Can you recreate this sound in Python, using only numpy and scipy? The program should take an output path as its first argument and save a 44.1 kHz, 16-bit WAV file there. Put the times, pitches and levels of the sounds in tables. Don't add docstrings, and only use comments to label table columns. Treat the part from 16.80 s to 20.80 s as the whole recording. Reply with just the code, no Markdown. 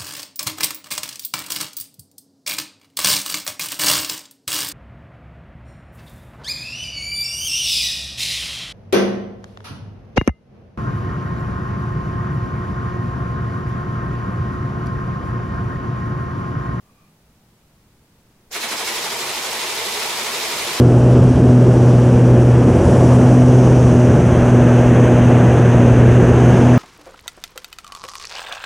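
import sys
import numpy as np
from scipy import signal
from scipy.fft import rfft, irfft, next_fast_len
from scipy.io import wavfile
from scipy.ndimage import map_coordinates

SR = 44100
rng = np.random.default_rng(int(sys.argv[2]) if len(sys.argv) > 2 else 0)


def output_pcm(signal):
    pcm = np.clip(np.atleast_2d(signal).T, -1, 1) * 32767
    wavfile.write(sys.argv[1], SR, np.round(pcm).astype(np.int16))


N = 176400


def amp(db):
    return 10 ** (np.asarray(db) / 20)


def unit_rms(x):
    return x / np.sqrt(np.mean(x ** 2) + 1e-20)


def gain_at(curve, hz):
    knots_hz, db = np.transpose(curve)
    return amp(np.interp(np.log(hz + 1), np.log(knots_hz + 1), db))


def filtered(x, response):
    n = x.shape[-1]
    padded = next_fast_len(n + 8192)
    return irfft(rfft(x, padded) * response(np.fft.rfftfreq(padded, 1 / SR)), padded)[..., :n]


def coloured(x, curve, size=4096):
    cepstrum = irfft(np.log(gain_at(curve, np.fft.rfftfreq(size, 1 / SR))))
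    cepstrum[1:size // 2] *= 2
    cepstrum[size // 2 + 1:] = 0
    impulse_response = irfft(np.exp(rfft(cepstrum)))
    return signal.fftconvolve(x, impulse_response[None], axes=1)[:, :N]


def wobble(rate):
    return map_coordinates(rng.standard_normal(int(N * rate / SR) + 4), [np.arange(N) * rate / SR])


def bell(count):
    return rng.permutation(np.quantile(rng.standard_normal(count ** 2), (np.arange(count) + .5) / count))


# frequency in Hz, side level over mid in dB.
DIFFUSE_WIDTH = [(35, -42), (90, -25), (180, -24), (350, -19.5), (700, -9.6), (1400, -4.2), (2800, -.3),
                 (6000, .3), (12000, -2.2)]

def diffuse(pair):
    def mid_side_gains(hz):
        width = gain_at(DIFFUSE_WIDTH, hz)
        return np.array([np.ones_like(hz), width]) / np.hypot(1, width)

    mid, side = filtered(pair, mid_side_gains)
    return np.array([mid + side, mid - side])


def diffuse_noise(response):
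    return unit_rms(filtered(diffuse(rng.standard_normal((2, N))), response))


# frequency in Hz, relative spectral density in dB.
AIR_SPECTRUM = [(15, -1), (35, -12), (48, 2.5), (70, 0), (125, -3), (210, -2), (290, -7.5), (700, -14),
                (1400, -18.5), (2800, -21.5), (6000, -24), (15500, -28.5)]
# frequency in Hz, level in dB.
HUM_TONES = [(119, -67), (157, -67.5), (205, -69)]

def ventilation(air_db=-56):
    t = np.arange(N) / SR
    air = diffuse_noise(lambda hz: gain_at(AIR_SPECTRUM, hz))
    hum = np.zeros(N)
    for hz, db in HUM_TONES:
        tone = amp(1.2 * wobble(6)) * np.sin(2 * np.pi * hz * t + 0.74 * wobble(7))
        hum += amp(db) * unit_rms(tone)
    return amp(air_db) * air + hum


# centre and half-width in Hz, level in dB, start and end in seconds.
WISPS = [(1150, 73, -64, 0.06, .105), (1150, 60, -67.5, 0.16, 0.25), (1190, 50, -66, 0.3, 0.294),
         (2450, 97, -71, 0.11, .29)]

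def faint_wisps(fade_s=.02):
    t, out = np.arange(N) / SR, np.zeros((2, N))
    for centre, width, db, start, end in WISPS:
        band = diffuse_noise(lambda hz: 1 / (1 + ((hz - centre) / width) ** 2))
        envelope = np.exp(-abs(t - np.clip(t, start, end)) / fade_s)
        out += amp(db + 2.1 * wobble(26.4)) * band * envelope
    return out


# frequency in Hz, relative spectral density in dB.
WHIRR_SPECTRUM = [(200, -13.5), (400, 8), (900, 3.5), (2000, 2), (4200, -6), (5000, 6), (9000, -9),
                  (15500, -23)]
RUMBLE_SPECTRUM = [(30, -26), (50, -30), (65, -4), (110, -0.5), (160, 3.5), (260, -47), (1000, -70)]
# time in seconds, level in dB.
RUMBLE_COURSE = [(1.7, -77), (1.8, -59), (2.05, -58.5), (2.3, -51), (2.6, -55.5), (3.0, -54), (3.5, -54),
                 (3.9, -50.5)]

def motors(start_s=1.701, rise_s=.014, whirr_db=-39):
    t = np.arange(N) / SR
    whirr = diffuse_noise(lambda hz: gain_at(WHIRR_SPECTRUM, hz))
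    rumble = unit_rms(filtered(rng.standard_normal(N), lambda hz: gain_at(RUMBLE_SPECTRUM, hz)))
    rumble_db = np.interp(t, *np.transpose(RUMBLE_COURSE))
    running = np.clip((t - start_s) / rise_s, 0, 1) ** 2
    return running * (amp(whirr_db) * whirr + amp(rumble_db) * rumble)


def room(x, count=4, wet_db=1, bass_t60_s=.33, treble_t60_s=.2):
    hz, t, noise = signal.stft(rng.standard_normal((count, 2, SR // 3)), SR, nperseg=256)
    t60 = np.interp(hz, [0, 10000], [bass_t60_s, treble_t60_s])
    tails = signal.istft(noise * amp(-60 * t / t60[:, None]), SR, nperseg=256)[1]
    tails /= np.linalg.norm(tails, axis=-1, keepdims=True)
    turn = np.arange(N) // 1024 % count
    wet = sum(signal.fftconvolve((x.mean(0) * (turn == k))[None], tails[k], axes=1)[:, :N]
              for k in range(count))
    return x + amp(wet_db) * diffuse(wet)


def module_clicks(places, t60_s, size=1024, edge_delay_s=.00004, edge_pan_db=1):
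    rings = rng.standard_normal((len(places), size)) * amp(-60 * np.arange(size) / SR / t60_s)
    side = places[:, None, None] * np.array([[.5], [-.5]])
    delay_cycles = edge_delay_s * (1 + side) * np.fft.rfftfreq(size, 1 / SR)
    return irfft(rfft(rings)[:, None] * np.exp(-2j * np.pi * delay_cycles)) * amp(-edge_pan_db * side)


# time in seconds, relative level in dB.
IMPACT_STRENGTH = [(1.72, -4), (1.765, -0.8), (1.795, -1), (1.845, -1), (1.88, -2), (1.925, 0.1),
                   (1.96, -1.5), (2.04, 0), (2.088, 1), (2.115, 0.5), (2.17, 0.2), (2.3, -1.2), (2.6, -0.5),
                   (3.15, -0.1), (3.245, 0.8), (3.3, -0.24), (3.6, 0.3), (4.0, 0.46)]

def impacts(times, clicks, touches, flight_s=.024, bounce_db=-5.5):
    module_db = 2 * rng.uniform(-0.79, 1, (len(times), 1))
    flip_db = 2.4 * np.clip(rng.standard_normal(times.shape), -2, 2)
    gains = amp(module_db + flip_db + np.interp(times, *np.transpose(IMPACT_STRENGTH)))
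    times = np.hstack([times + k * flight_s * (.5 + rng.random(times.shape)) for k in range(touches)])
    gains = np.hstack([gains * amp(k * bounce_db) for k in range(touches)])
    size = clicks.shape[-1]
    out = np.zeros((2, N + size))
    for click, onsets, strengths in zip(clicks, np.round(times * SR).astype(int), gains):
        for onset, gain in zip(onsets[onsets < N], strengths[onsets < N]):
            out[:, onset:onset + size] += gain * click
    return out[:, :N]


FIRST_RELEASE_S = 1.735

def clatter(times, places, spectrum, t60_s, db, touches, jitter_s=.0035):
    times = times + jitter_s * rng.standard_normal(times.shape)
    direct = impacts(times, module_clicks(places, t60_s), touches)
    sound = coloured(room(direct), spectrum)
    return amp(db) * sound / sound[:, int(FIRST_RELEASE_S * SR):].std()


def release_times(modules, flips, period_s=.082, speed_spread=.0065, settle_flips=4):
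    starts = FIRST_RELEASE_S + .008 * bell(modules)
    periods = period_s * (1 + speed_spread * bell(modules))
    flip = np.arange(flips)
    run_up_lag = .0145 * bell(modules)[:, None] * (1 - np.exp(-flip / settle_flips))
    return starts[:, None] + periods[:, None] * flip + run_up_lag


# frequency in Hz, relative spectral density in dB.
TICK_SPECTRUM = [(500, -25), (2000, -1), (5100, 1.5), (6500, -2), (9000, -6), (11000, -9), (12800, -5),
                 (15800, -15)]
SLAP_SPECTRUM = [(250, -22), (600, -10), (780, -6), (920, 1), (1030, -1), (1150, -0.5), (1700, -1),
                 (2200, 3), (2650, -.5), (4100, 0), (4700, -7.5), (7000, -6), (11000, -7), (16000, -33)]
KNOCK_SPECTRUM = [(60, -51), (120, -26), (185, -16), (230, -6.5), (270, -14), (305, -8.5), (350, -1),
                  (460, -1), (515, -5.5), (610, -2), (730, -5), (870, -2.5), (980, -0.5), (1200, -10.5),
                  (2500, -18.5), (8000, -26)]
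# frequency in Hz, left level minus right in dB.
STEREO_BALANCE = [(200, 0), (400, .4), (700, .2), (1300, -.3), (2500, -.7), (5000, -.6), (8500, -3.5),
                  (12000, -.7)]

def flaps(modules=104, flips=30, fall_s=.022, knock_lag_s=.029):
    releases = release_times(modules, flips)
    places = rng.permutation(np.linspace(-1, 1, modules))
    tick = clatter(releases, places, TICK_SPECTRUM, t60_s=.01, db=-28.5, touches=3)
    slap = clatter(releases + fall_s, places, SLAP_SPECTRUM, t60_s=.012, db=-27.8, touches=3)
    knock = clatter(releases + knock_lag_s, places, KNOCK_SPECTRUM, t60_s=.02, db=-32, touches=2)
    channel_share = np.array([[.5], [-.5]])
    return filtered(tick + slap + knock, lambda hz: gain_at(STEREO_BALANCE, hz) ** channel_share)


def scene():
    return flaps() + motors() + ventilation() + faint_wisps()


def record(dry):
    return filtered(dry, lambda hz: hz < 15800)


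dry = scene()
out = record(dry)
output_pcm(out)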